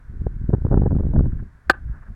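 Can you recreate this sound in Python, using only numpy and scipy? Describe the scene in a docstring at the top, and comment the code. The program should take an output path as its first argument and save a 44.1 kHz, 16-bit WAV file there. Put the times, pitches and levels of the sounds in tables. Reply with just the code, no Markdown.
"""An open lawn: a thrown ball smacks into a leather glove next to a small head-worn camera.
Wind buffets the microphone: coloured noise rumbles, while pointed pulses thud and noise bursts crackle.
A damped housing resonance shapes the wind and dulls its treble. Damped modes and noise form the smack,
which overloads the input; the lawn scatters a faint late answer. A hush and soft rustles lie beneath.
"""
import sys
import numpy as np
from scipy import signal
from scipy.fft import rfft, irfft, next_fast_len
from scipy.io import wavfile
from scipy.ndimage import map_coordinates

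SR = 44100
rng = np.random.default_rng(int(sys.argv[2]) if len(sys.argv) > 2 else 0)


def to_wav(sig):
    """Store sig (one row per channel, or 1-D mono) as 16-bit WAV at the path in sys.argv[1].

    Samples outside -1..1 are clipped; the rate is SR.
    """
    pcm = np.clip(np.atleast_2d(sig), -1, 1) * 32767
    pcm = np.round(pcm).astype(np.int16)
    wavfile.write(sys.argv[1], SR, pcm.T)  # frames by channels


N = 94815
T = np.arange(N) / SR  # time axis [s]

# Strength of the wind: t/s, level/dB; the brief rise at 1.7 s is a low thump that comes with the smack
WIND_STRENGTH = [(0.0, -51.5), (0.15, -25), (0.17, -29.5), (0.27, -24), (0.3, -30.5), (0.48, -31),
                 (0.54, -16.5), (0.6, -31), (0.66, -15), (0.7, -29.5), (0.72, -15.5), (0.85, -18.5),
                 (0.97, -16), (0.98, -19.5), (1.13, -20.5), (1.16, -11.5), (1.41, -29), (1.44, -25.5),
                 (1.51, -47.5), (1.64, -62), (1.7, -25.5), (1.78, -38.5), (1.93, -34), (2.06, -45),
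                 (2.1, -28), (2.15, -38.5)]
# Spectrum of the low rumble: f/Hz, relative level/dB [dB per Hz]
RUMBLE_SPECTRUM = [(8.8, -29.5), (15, 0), (59, 1), (140, -14.5), (180, -38), (310, -120)]
# Spectrum of the upper part of the rumble: f/Hz, relative level/dB [dB per Hz]
FLUTTER_SPECTRUM = [(70, -28), (140, -1.13), (260, -7.5), (450, -23), (700, -75.5)]
# Single buffets: t/s, crackle level/dB, crackle decay/ms (before CRACKLE_STRETCH),
# thud level/dB (before THUD_LIFT_DB)
BUFFETS = [(0.099, -83, 1.9, -28.5), (0.1425, -76, 1.8, -46), (0.2035, -48.5, 2.4, -31),
           (0.219, -40, 0.78, -18), (0.2685, -21, 1.42, -12.5), (0.344, -60, 2.6, -35),
           (0.3667, -62, 1.3, -23.5), (0.4159, -55, 2.2, -20.5), (0.4433, -51.5, 4.2, -20),
           (0.4939, -32, 0.68, -8.5), (0.504, -32, 1.8, -31.5), (0.539, -16.5, 3, -5.5),
           (0.5487, -25, 1.3, -13), (0.5697, -42, 2.2, -33), (0.5838, -44, 3.5, -20),
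           (0.602, -66.5, 2.5, -40), (0.6202, -36, 1.5, -23), (0.6509, -21.5, 1.7, -8),
           (0.667, -25.5, 1.1, -28), (0.687, -40, 4.3, -17), (0.7224, -19.5, 0.78, -16),
           (0.7304, -20.0, 3.8, -12), (0.743, -16, 1.86, -8.5), (0.756, -30, 2.3, -12),
           (0.7755, -19.5, 4.1, -6.0), (0.7885, -42, 1.6, -28), (0.797, -44.5, 1.8, -13),
           (0.8202, -18.5, 2, -10.0), (0.836, -27, 3.3, -10.5), (0.8611, -20.5, 2.9, -10),
           (0.9191, -23.5, 1.7, -11.5), (0.93, -28, 1.4, -9.5), (0.9521, -26.0, 1.4, -25),
           (0.9662, -25.5, 1.6, -12), (0.9871, -27, 0.77, -13), (0.9973, -28, 2, -17),
           (1.0075, -30.5, 2, -11.5), (1.0353, -34.5, 2.9, -37.5), (1.0478, -40.5, 1.1, -18.0),
           (1.0536, -36, 1.3, -14), (1.0682, -34.5, 2.1, -13.5), (1.09, -41, 3.7, -16.5),
           (1.1155, -42, 2.9, -24.5), (1.1383, -32, 3.7, -14), (1.1491, -43.5, 0.9, -14.5),
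           (1.1634, -23, 4.5, -9.5), (1.1806, -36, 0.9, -9.5), (1.194, -21, 2.2, -9.5),
           (1.209, -26.0, 2.1, -10), (1.2216, -42.5, 1.7, -24), (1.2351, -46, 1.1, -32.5),
           (1.244, -36.5, 2.8, -14), (1.2581, -27, 1.1, -41), (1.266, -32, 1.2, -12.5),
           (1.2844, -53.5, 0.95, -19), (1.2943, -66, 2.5, -21.5), (1.3321, -45.5, 2.8, -17.5),
           (1.3467, -42, 1.9, -28), (1.369, -52, 3.0, -23), (1.3865, -62, 1.8, -33),
           (1.4262, -48, 3.0, -22), (1.4525, -63, 1.5, -55), (1.8857, -69, 1.8, -43),
           (1.8987, -62.5, 3.0, -27), (1.933, -73, 2.8, -40), (2.0742, -64, 4.8, -48),
           (2.1052, -61, 7.8, -33), (2.115, -58, 3.0, -50), (.533, -25, 1.5, -22.5), (.7075, -30, 1.2, -24),
           (.7145, -23.5, 0.8, -9), (.8665, -20, 1.2, -13), (.876, -32, 1.73, -11.5), (.909, -26, 1.5, -18)]
# Spectrum of the crackle: f/Hz, relative level/dB [dB per Hz]
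CRACKLE_SPECTRUM = [(150, -30.5), (350, 8.15), (700, -4.5), (1200, -16.5), (1800, -24), (2300, -55),
                    (3000, -82)]
# Spectrum of the distant outdoor hush: f/Hz, relative level/dB [dB per Hz]
HUSH_SPECTRUM = [(53, -30.5), (90, 13), (357, -12.5), (483, -10), (538, -15), (727, -10), (810, -18.5),
                 (883, -10), (1270, -11), (1550, -4), (2830, -29.5), (9440, -35.5), (15500, -45)]
# Faint rustles: t/s, level/dB, half length/s
RUSTLES = [(1.324, -56.5, 0.0081), (1.396, -51, .01), (1.885, -61, 0.019), (1.958, -53.5, 0.046),
           (2.03, -51, .01), (2.073, -56.5, 0.023)]
# Spectrum of the rustles: f/Hz, relative level/dB [dB per Hz]
RUSTLE_SPECTRUM = [(300, -9), (700, -4), (1100, -2), (1600, 5.5), (2200, -15), (4000, -46)]
# Contacts, in turn: ball meets web, ball meets palm, glove snaps shut: t/s, level/dB
CONTACTS = [(1.6968, -12), (1.698, 2), (1.7002, -3)]
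# Modes of the hollow pocket: f/Hz, level/dB, decay by 60 dB [s]
POCKET_MODES = [(80, -30.5, .03), (348.4, -15, .04), (770, -8, .035), (1197, -8.5, 0.043), (1554, -1, .04),
                (1710, -14.5, 0.045)]
# Bright short modes of the leather: f/Hz, level/dB
LEATHER_MODES = [(3400, -12.5), (4600, -9.5), (6300, -25.5), (8100, -30.5), (10300, -28.5), (13600, -30)]
# Spectrum of the leather slap: f/Hz, relative level/dB [dB per Hz]
SLAP_SPECTRUM = [(120, -40.5), (200, 1), (1300, -0.5), (1590, -9), (2330, -7), (4500, -35), (5590, -37),
                 (8350, -20), (9140, -36), (15500, -44)]
# Spectrum of the ball scuffing into the pocket: f/Hz, relative level/dB [dB per Hz]
SCUFF_SPECTRUM = [(1500, -36), (2300, -4), (4500, 1.6), (5500, -20), (8500, -20), (11000, -22),
                  (15500, -27.5)]
# Scatter off the lawn: f/Hz, decay by 60 dB [s]
LAWN_DECAY = [(300, .13), (1500, .17), (3000, .15), (8000, .1)]

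LUMPS_DB, RUMBLE_LUMPS_PER_S, FLUTTER_LUMPS_PER_S = 3.5, 16, 45
# Growth: dB per dB of wind strength, counted from the strongest wind
FLUTTER_DB, FLUTTER_GROWTH = -10, 1.352
EDDIES_PER_S, EDDY_DB, EDDY_RANGE_DB, EDDY_MS, EDDY_GROWTH = 90, -5.5, 5, 2.3, 0.63
CRACKLE_STRETCH = 1.1
THUD_MS, THUD_MS_PER_DB, THUD_LIFT_DB = 0.97, 0.05, 5.5  # weaker thuds are broader
# Suction beside each spike: depth over its height; width and lag over its width
TROUGH_DEPTH, TROUGH_WIDTH, TROUGH_LAG = 0.49, 2.33, 1.97
HOUSING_HZ, HOUSING_WIDTH_HZ, HOUSING_EDGE_HZ = 1780, 2100, 2100
HUSH_DB = -55.5
RISE_S, LEATHER_T60_S = 0.00037, 0.007
SLAP_DB, SLAP_T60_S = -14, 0.03
SCUFF_START_S, SCUFF_STOP_S, SCUFF_DB, SCUFF_FADE_DB = 1.698, 1.7175, -30.5, -7
LAWN_LAG_S, LAWN_DB, LAWN_EDGE_HZ = 0.034, -29.5, 2600
CLIP_LEVEL, CLIP_HARDNESS, BAND_LIMIT_HZ = 0.99, 20, 15800


def amp(db):
    """Level: the amplitude ratio is ten to the power dB over 20."""
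    return 10 ** (np.asarray(db) / 20)


def unit(x):
    """Normalization: scale to an rms of 1."""
    return x / np.sqrt(np.mean(x ** 2) + 1e-20)


def along(points, hz):
    """Interpolation of a property on a logarithmic frequency axis."""
    f, value = np.transpose(points)
    return np.interp(np.log(hz + 1), np.log(f + 1), value)


def wobble(rate):
    """Random fluctuation: a smooth curve through `rate` random knots a second."""
    return map_coordinates(rng.standard_normal(N // 100), [T * rate])


def filtered(x, response):
    """Linear filtering: multiply the spectrum by a complex frequency response."""
    m = next_fast_len(N + SR // 2)  # spare length keeps the tail from wrapping round
    return irfft(rfft(x, m) * response(np.fft.rfftfreq(m, 1 / SR)), m)[:N]


def noise(spectrum):
    """Coloured noise: white noise given a spectrum and an rms of 1."""
    white = rng.standard_normal(N)
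    return unit(filtered(white, lambda hz: amp(along(spectrum, hz))))


def housing(x):
    """Damped resonance: a second-order response followed by a steep fall."""
    def response(f):
        resonance = HOUSING_HZ ** 2 / (HOUSING_HZ ** 2 - f * f + 1j * f * HOUSING_WIDTH_HZ)
        return resonance / (1 + (f / HOUSING_EDGE_HZ) ** 8)
    return filtered(x, response)


def spikes(s, db, ms, trough):
    """Pressure pulses: each pointed peak has a wide shallow trough of suction beside it."""
    at = np.round(s * SR).astype(int)[:, None] + np.arange(-SR // 20, SR // 20)
    u = (at / SR - s[:, None]) / (ms[:, None] / 1000)  # time in pulse widths
    peak = 1 / (1 + u ** 2)
    suction = TROUGH_DEPTH / (1 + ((u - trough[:, None]) / TROUGH_WIDTH) ** 2)
    pulses = amp(db)[:, None] * (peak - suction)
    # A second of margin at either end holds pulses that overhang
    return np.bincount((at + SR).ravel(), pulses.ravel(), N + 2 * SR)[SR:SR + N]


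def rumble(strength_db):
    """Turbulent pressure: lumpy noise whose upper part grows faster than the wind strength."""
    low = unit(amp(LUMPS_DB * wobble(RUMBLE_LUMPS_PER_S)) * noise(RUMBLE_SPECTRUM))
    flutter = unit(amp(LUMPS_DB * wobble(FLUTTER_LUMPS_PER_S)) * noise(FLUTTER_SPECTRUM))
    top = strength_db.max()
    flutter_db = top + FLUTTER_GROWTH * (strength_db - top) + FLUTTER_DB
    return amp(strength_db) * low + amp(flutter_db) * flutter


def buffets():
    """Gust impact: a pressure pulse thuds within a two-sided exponential burst of crackle."""
    s, crackle_db, decay_ms, thud_db = np.transpose(BUFFETS)
    side = rng.choice([-1, 1], len(s))  # trough before or after the peak
    width_ms = THUD_MS + THUD_MS_PER_DB * (thud_db.max() - thud_db)
    thuds = spikes(s, thud_db + THUD_LIFT_DB, width_ms, TROUGH_LAG * side)
    bursts = np.zeros(N)
    for at, db, ms in zip(s, crackle_db, decay_ms):
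        bursts += amp(db) * np.exp(-np.abs(T - at) / (CRACKLE_STRETCH * ms / 1000))
    return thuds + bursts * noise(CRACKLE_SPECTRUM)


def eddies(strength_db):
    """Poisson process: small pulses at random times, their level following the wind strength."""
    u = rng.random((400, 4))  # spacing, level, width, trough lag
    s = np.cumsum(-np.log(u[:, 0])) / EDDIES_PER_S
    inside = s < T[-1]
    u, s = u[inside], s[inside]
    top = strength_db.max()
    db = top + EDDY_GROWTH * (np.interp(s, T, strength_db) - top) + EDDY_DB
    db = db - EDDY_RANGE_DB * u[:, 1]
    return spikes(s, db, EDDY_MS * (0.5 + u[:, 2]), TROUGH_LAG * (2 * u[:, 3] - 1))


def wind():
    """Superposition: rumble, buffets and eddies add, and the housing filters their sum."""
    strength_db = np.interp(T, *np.transpose(WIND_STRENGTH))
    return housing(rumble(strength_db) + buffets() + eddies(strength_db))


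def background():
    """Stationary noise: a steady hush, with rustles as noise under Gaussian envelopes."""
    swell = sum(amp(db) * np.exp(-((T - s) / half) ** 2) for s, db, half in RUSTLES)
    return amp(HUSH_DB) * noise(HUSH_SPECTRUM) + swell * noise(RUSTLE_SPECTRUM)


def scuff():
    """Friction: a noise that weakens as the ball slides, until it rests."""
    u = (T - SCUFF_START_S) / (SCUFF_STOP_S - SCUFF_START_S)
    level = (u > 0) * amp(SCUFF_DB + SCUFF_FADE_DB * np.clip(u, 0, 1))
    ending = np.clip(10 * (1 - u), 0, 1)  # fades over the last tenth
    return level * ending * noise(SCUFF_SPECTRUM)


def catch():
    """Impact excitation: each contact rings damped modes of the glove and throws a slap of noise."""
    out = scuff()
    slap_noise = noise(SLAP_SPECTRUM)
    modes = POCKET_MODES + [(hz, db, LEATHER_T60_S) for hz, db in LEATHER_MODES]
    for s, db in CONTACTS:
        t = np.maximum(T - s, 0)
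        ring = sum(amp(level - 60 * t / t60) * np.sin(2 * np.pi * hz * t) for hz, level, t60 in modes)
        slap = amp(SLAP_DB - 60 * t / SLAP_T60_S) * slap_noise
        rise = 1 - np.exp(-t / RISE_S)
        out += amp(db) * rise * (ring + slap)
    return out


def ground(x):
    """Diffuse scattering: a dull late answer in which each frequency decays at its own rate."""
    hz, t, z = signal.stft(rng.standard_normal(SR // 2), SR, nperseg=256)
    decay = amp(-60 * t / along(LAWN_DECAY, hz)[:, None])
    tail = signal.istft(z * decay, SR, nperseg=256)[1]
    scattered = signal.fftconvolve(x, tail / np.linalg.norm(tail))[:N]

    def lag_and_dull(f):
        return np.exp(-2j * np.pi * f * LAWN_LAG_S) / (1 + (f / LAWN_EDGE_HZ) ** 4)
    return filtered(scattered, lag_and_dull)


def scene():
    """Superposition: wind, background, smack and the lawn's answer to the smack add."""
    smack = catch()
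    return (wind() + background() + smack + amp(LAWN_DB) * ground(smack))[None]


def record(dry):
    """Saturation and band limit: the input clips, then nothing passes above the limit."""
    x = dry[0]
    clipped = x / (1 + np.abs(x / CLIP_LEVEL) ** CLIP_HARDNESS) ** (1 / CLIP_HARDNESS)
    return filtered(clipped, lambda hz: hz < BAND_LIMIT_HZ)[None]


dry = scene()
out = record(dry)
to_wav(out)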